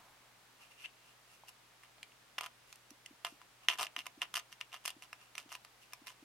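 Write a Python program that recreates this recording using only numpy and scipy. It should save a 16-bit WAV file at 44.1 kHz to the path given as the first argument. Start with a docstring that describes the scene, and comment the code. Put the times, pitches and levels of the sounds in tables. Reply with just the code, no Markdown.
"""At a workbench in a small, faintly humming room, a small blade trims a hand-held piece of soft vinyl.
In each cut the pressure swells and fades while the edge sticks and slips in a quick uneven run of dry
ticks, rasping between them; now and then it snaps through. Fingers rub the part, hands bump softly,
a sleeve rustles. Bench, boxes and room reflect the cutting and rubbing."""
import sys
import numpy as np
from scipy import signal
from scipy.fft import rfft, irfft
from scipy.io import wavfile
from scipy.ndimage import uniform_filter1d

SR = 44100
rng = np.random.default_rng(int(sys.argv[2]) if len(sys.argv) > 2 else 0)


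def transcribe(u):
    """Save the signal u as a 16-bit wav file named by the first command-line argument.

    u: samples, shape (n,) or (channels, n), limited to [-1, 1]; the rate is SR.
    q: integer samples, one column per channel.
    """
    v = np.clip(np.atleast_2d(u).T, -1, 1)
    q = np.round(v * 32767).astype(np.int16)
    wavfile.write(sys.argv[1], SR, q)


N = 275184

# Cuts through the vinyl. Each row: hardest moment, rise and fall in seconds, strength in dB,
# extra body near 1 kHz in dB, extra edge (treble) in dB.
CUTS = [(1.835, .01, 0.031, -53, 0.5, -2.5), (2.441, .034, 0.032, -43, 5, -1),
        (3.254, .004, 0.037, -40, 2, -3), (3.4163, .009, .012, -54.5, 11, -2),
        (3.695, .007, 0.062, -30.5, -1.5, -3), (3.83, 0.056, 0.033, -33, 8, 4),
        (3.99, 0.016, 0.031, -40.5, -0.5, 0), (4.058, .005, .022, -53, 3, 4),
        (4.2255, .014, 0.03, -35.5, 1.5, -6), (4.369, 0.018, .036, -34.5, -0.5, 4),
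        (4.527, 0.016, 0.014, -49, -1, 4.5), (4.607, .005, 0.019, -53, 6, 2),
        (4.7428, 0.028, 0.04, -42.5, 0, -2), (4.8841, 0.045, 0.034, -40, -5.5, 1.5),
        (5.0233, .005, 0.039, -50, 3, 4.5), (5.3806, 0.018, 0.053, -46.5, 2, 4),
        (5.5263, 0.035, .043, -44.5, 2, 3.5), (5.9245, .004, 0.025, -55, -2, -2),
        (6.0709, 0.0084, 0.058, -42.5, 1, 2.5)]
TICK_RING_HZ = 2820  # a bright ring colouring ticks and rasps


def stick_slip(per_side=10, gap_s=.0066, gap_spread=.25, lesser_db=-2.5,
               spread_db=4, body_spread_db=3.5, ring_spread=.04):
    """The edge sticks and slips unevenly around each cut's hardest moment, each bite to its own depth."""
    rows = []
    lesser = np.arange(-per_side, per_side + 1) != 0
    for hardest_s, rise_s, fall_s, db, body_db, edge_db in CUTS:
        gap, size, depth, ring = rng.standard_normal((4, len(lesser))) * lesser
        t = np.cumsum(gap_s * np.exp(gap_spread * gap))
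        t -= t[per_side]
        slip_db = db + pressure_db(t, rise_s, fall_s) + lesser_db * lesser + spread_db * np.tanh(size)
        bite_db = body_db + body_spread_db * depth
        ring_hz = TICK_RING_HZ * (1 + ring_spread * ring)
        rows += zip(hardest_s + t, slip_db, bite_db, np.full(len(t), edge_db), ring_hz)
    return slips(rows, creep=.57, ring_db=6)


def snaps():
    """Single snaps as the edge bites in or breaks through."""
    # Each row: time in seconds, strength, extra body and extra edge in dB, bright ring in Hz.
    breaks = [(1.983, -55.5, 6, -11, 2780), (2.0305, -42, -7.5, 0, 3590), (2.12, -64, 2, -3, 2800),
              (2.3829, -30.5, 1.5, -9.5, 3000), (2.3865, -36, -1, 0, 2900), (2.4101, -33.5, 5.5, -1, 3040),
              (2.4621, -43.5, 11, 3, 3020), (2.4672, -41.5, 4, -10, 1750), (2.7276, -51, -4, 9, 3840),
              (2.758, -63.5, -7, 16.5, 2800), (2.906, -58.5, 2, 13.5, 2770),
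              (3.0612, -42.5, -29, 4.5, 3050), (3.2488, -30.5, 3, -1.5, 3140), (3.2674, -42, 0.5, 1, 2870),
              (3.6859, -16, -11.5, -7.5, 2860), (3.7886, -43.5, 8, 6, 3200), (3.7995, -39.5, 6, 3, 2900),
              (3.8681, -41, -7, -3, 2600), (3.9646, -30, -5, -8.5, 2840), (4.0672, -39, 12, 2, 2970),
              (4.2185, -30, -8, -2.5, 2850), (4.3415, -39, 3, 7.5, 3130), (4.3548, -34, -1, 3.5, 3020),
              (4.359, -34, -7, 4.5, 2790), (4.6119, -37.5, -3.5, -2, 2760), (4.7295, -46.5, 2, 0, 2740),
              (4.8541, -39, 3.5, 4, 2600), (4.8587, -39, -1.5, 13, 2550), (4.8787, -36, 0.5, 7, 3200),
              (4.9043, -46, 7.5, 7, 2900), (5.13, -42.5, -1.5, -1, 2570), (5.3535, -39.5, -9, -2.5, 2760),
              (5.3806, -38.5, -7, 3.5, 2680), (5.5523, -43, -0.5, 0.5, 2510), (5.6491, -53.5, 5, 7.5, 1770),
              (5.9346, -44.5, 3, 9, 2580)]
    return slips(breaks, creep=.61, ring_db=7)


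def slips(rows, creep, ring_db, build_s=.00052, tear_s=.00086, creep_s=.00094,
          split_hz=4800, clean_db=-36, size=512):
    """Fine tearing builds, the edge lets go in one dull jolt, the tearing dies away."""
    out = np.zeros((2, N))
    t = (np.arange(size) - size // 4) / SR
    dull, bright = (signal.butter(2, split_hz, kind, fs=SR, output="sos") for kind in ("low", "high"))
    tear_envelope = np.exp(-np.maximum(-t / build_s, t / tear_s))
    for at_s, db, body_db, edge_db, ring_hz in rows:
        white = rng.standard_normal((4, size))
        if np.isinf(db):  # outside the stroke
            continue
        ragged = creep / (1 + amp(2 * (db - clean_db)))  # hard slips break clean, light ones crumble
        crumble = white[3] * np.exp(-abs(t) / creep_s)
        release = np.sqrt(1 - ragged) * (t == 0) + np.sqrt(ragged) * crumble / np.linalg.norm(crumble)
        tear = signal.sosfilt(bright, stereo(white[0], white[1:3]) * tear_envelope)
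        force = signal.sosfilt(dull, release) + tear / np.linalg.norm(tear[0])
        response = tick(body_db, edge_db, ring_hz, ring_db)
        add(out, at_s + t[0], amp(db) * signal.fftconvolve(force, response[None], axes=1))
    return out


def tick(body_db, edge_db, ring_hz, ring_db, ring_width_hz=460, blade_share=1,
         half_free_db=-.5, edge_hz=4100, size=2048):
    """Minimum-phase response to one slip, with a bright ring: deep adds body, fine adds edge."""
    # Broad colour of a slip. Each row: frequency in Hz, level in dB.
    colour = [(60, -0.5), (250, 4.5), (480, 14.5), (680, 19), (1050, 25), (1600, 23), (2400, 26.5),
              (3250, 25.5), (4100, 18), (5400, 19.5), (7500, 12.5), (11000, 13.5), (14000, 9), (16000, -13)]
    # Where a deep cut adds body. Each row: frequency in Hz, share of body_db.
    body = [(350, 0.61), (700, 0.98), (1300, 0.87), (1900, 0.13)]
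    # Modes of the part with its surroundings, and of the free blade.
    # Each row: centre in Hz, width in Hz, lift in dB.
    part_modes = [(698, 46, 5), (1003, 70, 5.5), (1219, 109, 9), (4780, 710, 1.5), (8850, 580, 5)]
    blade_modes = [(1850, 130, 10), (2900, 470, 3), (3150, 230, 4), (6060, 330, 11)]
    hz = abs(np.fft.fftfreq(size, 1 / SR))
    db = read(colour, hz) + resonance_db([*part_modes, (ring_hz, ring_width_hz, ring_db)], hz)
    db += body_db * read(body, hz)
    db += edge_db * (1 - 1 / (1 + (hz / edge_hz) ** 8))
    # Deep vinyl damps the blade; a shallow slip frees its modes, which shift in step with ring_hz.
    free = 1 / (1 + amp(2 * (body_db - half_free_db)))
    db += blade_share * free * resonance_db(blade_modes, hz * TICK_RING_HZ / ring_hz)
    spectrum = np.exp(signal.hilbert(np.log(amp(db))).conj())
    return np.fft.ifft(spectrum).real[:size // 2]


def pressure_db(t, rise_s, fall_s, fade_db=17.5, roundness=1.36):
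    """Stroke pressure: swells to t = 0, then fades; no contact outside the stroke."""
    away = np.maximum(-t / rise_s, t / fall_s)
    return np.where(away <= 1, -fade_db * away ** roundness, -np.inf)


def blade_rasp():
    """The edge rasps between slips."""
    return amp(-11.5) * friction(CUTS, grains_per_s=5000, catches_per_s=170, catch_db=10.5, grit_db=2,
                                 ring_hz=2860, ring_db=4, ring_width_hz=520, blade_share=.92)


def finger_rubs():
    """Fingers slide over part and handle."""
    # Each row: hardest moment, rise and fall in seconds, level, extra body and extra edge in dB.
    rubs = [(.62, .03, 0.073, -59.5, 5, 7), (.715, 0.017, .05, -62.5, -4, 5),
            (.83, 0.073, .025, -56.5, -5, 5), (.855, .02, 0.011, -42, -13.5, -7),
            (1.1, .17, .05, -66.5, 4, 7), (1.33, 0.093, 0.075, -65.5, 0, 12),
            (1.49, 0.017, 0.015, -52, 2, 12.5), (2.71, 0.088, .05, -66.5, 3, 12),
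            (3.28, 0.012, .09, -61, 3, 14), (3.645, 0.034, 0.026, -61.5, 10, 7),
            (5.215, 0.029, 0.084, -63, 7, 7), (5.825, 0.02, 0.043, -62.5, -6, 12)]
    return friction(rubs, grains_per_s=8900, catches_per_s=130, catch_db=9, grit_db=3,
                    ring_hz=2710, ring_db=13, ring_width_hz=660, blade_share=.2)


def friction(strokes, grains_per_s, catches_per_s, catch_db, grit_db,
             ring_hz, ring_db, ring_width_hz, blade_share):
    """Tiny releases under swelling and fading pressure, strongest each time the contact catches."""
    out, t = np.zeros((2, N)), np.arange(N) / SR
    sizes = np.tanh(rng.standard_normal((3, N))) * (rng.random(N) < grains_per_s / SR)
    sizes *= amp(grit_db * np.minimum(rng.exponential(size=N), 5))  # a few much coarser grains
    pace = np.exp(.4 * unit(uniform_filter1d(rng.standard_normal(N), size=200)))
    catch_phase = np.cumsum(catches_per_s * pace) / SR % 1
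    for hardest_s, rise_s, fall_s, db, body_db, edge_db in strokes:
        at = np.flatnonzero((t > hardest_s - rise_s) & (t < hardest_s + fall_s))
        grains = stereo(sizes[0, at], sizes[1:, at]) * amp(-catch_db * catch_phase[at])
        response = tick(body_db, edge_db, ring_hz, ring_db, ring_width_hz, blade_share)
        rasp = unit(signal.fftconvolve(grains, response[None], axes=1)[:, :len(at)])
        add(out, t[at[0]], rasp * amp(db + pressure_db(t[at] - hardest_s, rise_s, fall_s)))
    return out


def hand_bumps(bump_hz=292, rise_cycles=1.88, softness=4.48, rebound_db=-13, rebound_s=.017):
    """Padded blows swell and die within a few cycles, then rebound once, weakly."""
    # Dull bumps of the hands. Each row: start in seconds, peak in dB.
    bumps = [(2.91, -51.5), (3.106, -53.5), (3.32, -54), (3.974, -54), (4.173, -52), (4.962, -54),
             (5.456, -55.5), (6.015, -55.5), (6.223, -52)]
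    # One light knock as the grip changes: start in seconds, peak in dB, pitch in Hz.
    knock = (1.4348, -48.5, 900)
    out, t = np.zeros(N), np.arange(SR // 10) / SR
    for start_s, db, hz in [knock] + [(*bump, bump_hz) for bump in bumps]:
        age = t * hz / rise_cycles
        envelope = (age * np.exp(1 - age)) ** softness
        blow = -amp(db) * envelope * np.sin(2 * np.pi * hz * t)
        add(out, start_s, blow)
        add(out, start_s + rebound_s, amp(rebound_db) * blow)
    return out


def bench_reflections(x, clutter_db=-15, clutter_t60_s=.066, room_db=-15.5):
    """Direct sound, single echoes, scatter from nearby clutter and the room's short tail."""
    # Echoes off bench, hands and boxes, a left and a right list. Each row: delay in ms, gain.
    echoes = [
        [(1.06, .08), (1.42, 0.22), (2.87, 0.19)],
        [(.7, 0.13), (1.06, 0.055), (2.87, 0.52)],
    ]
    # Room decay. 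Each row: frequency in Hz, T60 in seconds.
    room_decay = [(200, 0.82), (1000, 0.14), (3000, 0.15), (12000, 0.049)]
    paths = amp(clutter_db) * scatter([(1000, clutter_t60_s)], onset_s=.002)
    paths += amp(room_db) * scatter(room_decay, onset_s=.006)
    paths[:, 0] += 1
    ms = np.arange(paths.shape[1]) * 1000 / SR
    paths += [sum(gain * np.sinc((ms - delay_ms) / ms[1]) for delay_ms, gain in side) for side in echoes]
    return signal.fftconvolve(x, paths, axes=1)[:, :N]


def scatter(decay, onset_s):
    """Dense stereo reflections of about unit energy, dying band by band."""
    hz, t, bands = signal.stft(rng.standard_normal((3, SR // 2)), SR, nperseg=128)
    tails = signal.istft(bands * amp(-60 * t / read(decay, hz)[:, None]), SR, nperseg=128)[1]
    tails = np.pad(tails, ((0, 0), (round(onset_s * SR), 0)))[:, :SR // 3]
    tails /= np.linalg.norm(tails[0])
    return stereo(tails[0], tails[1:])


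def sleeve():
    """Cloth rustles faintly, mostly at the start."""
    # Each row: time in seconds, level in dB.
    levels = [(0, -63.5), (.12, -68), (.3, -75.5), (.6, -72), (.9, -97), (1.3, -89), (1.6, -103),
              (6.24, -79)]
    # Cloth spectrum. Each row: frequency in Hz, relative density in dB.
    cloth = [(100, -5.5), (450, -9.5), (850, 5), (1500, -4), (4000, -16), (15000, -20.5)]
    return amp(np.interp(np.arange(N) / SR, *np.transpose(levels))) * noise(cloth)


def room_tone(air_db=-64.5):
    """Still air, hiss and a steady hum."""
    # Spectrum of air and hiss. Each row: frequency in Hz, relative density in dB.
    colour = [(30, -32), (48, -7), (85, -10.5), (135, -3.5), (200, -3), (450, -3), (750, 0), (1200, 0),
              (1600, -1), (3000, -3), (5000, -7), (10000, -12), (15500, -17.5)]
    # Hum tones. Each row: frequency in Hz, rms level in dB.
    tones = [(41, -88), (120, -80.5)]
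    t = np.arange(N) / SR
    air = amp(air_db) * stereo(noise(colour), [noise(colour), noise(colour)])
    hum = sum(amp(db) * np.sqrt(2) * np.sin(2 * np.pi * hz * t) for hz, db in tones)
    return air + hum


def stereo(shared, own):
    """Two close listening points: long waves reach both alike, short ones differ."""
    # Each row: frequency in Hz, left-right likeness from 0 to 1.
    likeness = [(40, 0.87), (300, 0.45), (1200, 0.39), (3000, 0.18), (6000, 0.14), (13000, 0.23)]
    size = len(shared)
    alike = read(likeness, np.fft.rfftfreq(size, 1 / SR))
    return irfft(rfft(shared) * np.sqrt(alike) + rfft(own) * np.sqrt(1 - alike), size)


def resonance_db(modes, hz):
    """Summed lift of resonance peaks."""
    return sum(db / (1 + (2 * (hz - centre_hz) / width_hz) ** 2) for centre_hz, width_hz, db in modes)


def noise(colour):
    """Coloured Gaussian noise of rms 1."""
    gain = amp(read(colour, np.fft.rfftfreq(N, 1 / SR)))
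    return unit(irfft(rfft(rng.standard_normal(N)) * gain, N))


def read(points, hz):
    """Interpolates a table over log frequency."""
    points_hz, values = np.transpose(points)
    return np.interp(np.log(hz + 1), np.log(points_hz), values)


def amp(db):
    """Decibels to gain."""
    return 10 ** (np.asarray(db) / 20)


def unit(x):
    """Scales to rms 1."""
    return x / np.sqrt(np.mean(x ** 2) + 1e-20)


def add(mix, start_s, sound):
    """Mixes a sound in at start_s."""
    part = mix[..., round(start_s * SR):][..., :sound.shape[-1]]
    part += sound[..., :part.shape[-1]]


def scene():
    """Blade and fingers at the bench, over the quiet room."""
    trimming = blade_rasp() + finger_rubs() + stick_slip() + snaps()
    return bench_reflections(trimming) + hand_bumps() + room_tone() + sleeve()


def record(dry):
    """Steep low-pass at 16.1 kHz."""
    low_pass = signal.firwin(401, 16100, window=("kaiser", 8), fs=SR)
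    return signal.oaconvolve(dry, low_pass[None], "same")


dry = scene()
out = record(dry)
transcribe(out)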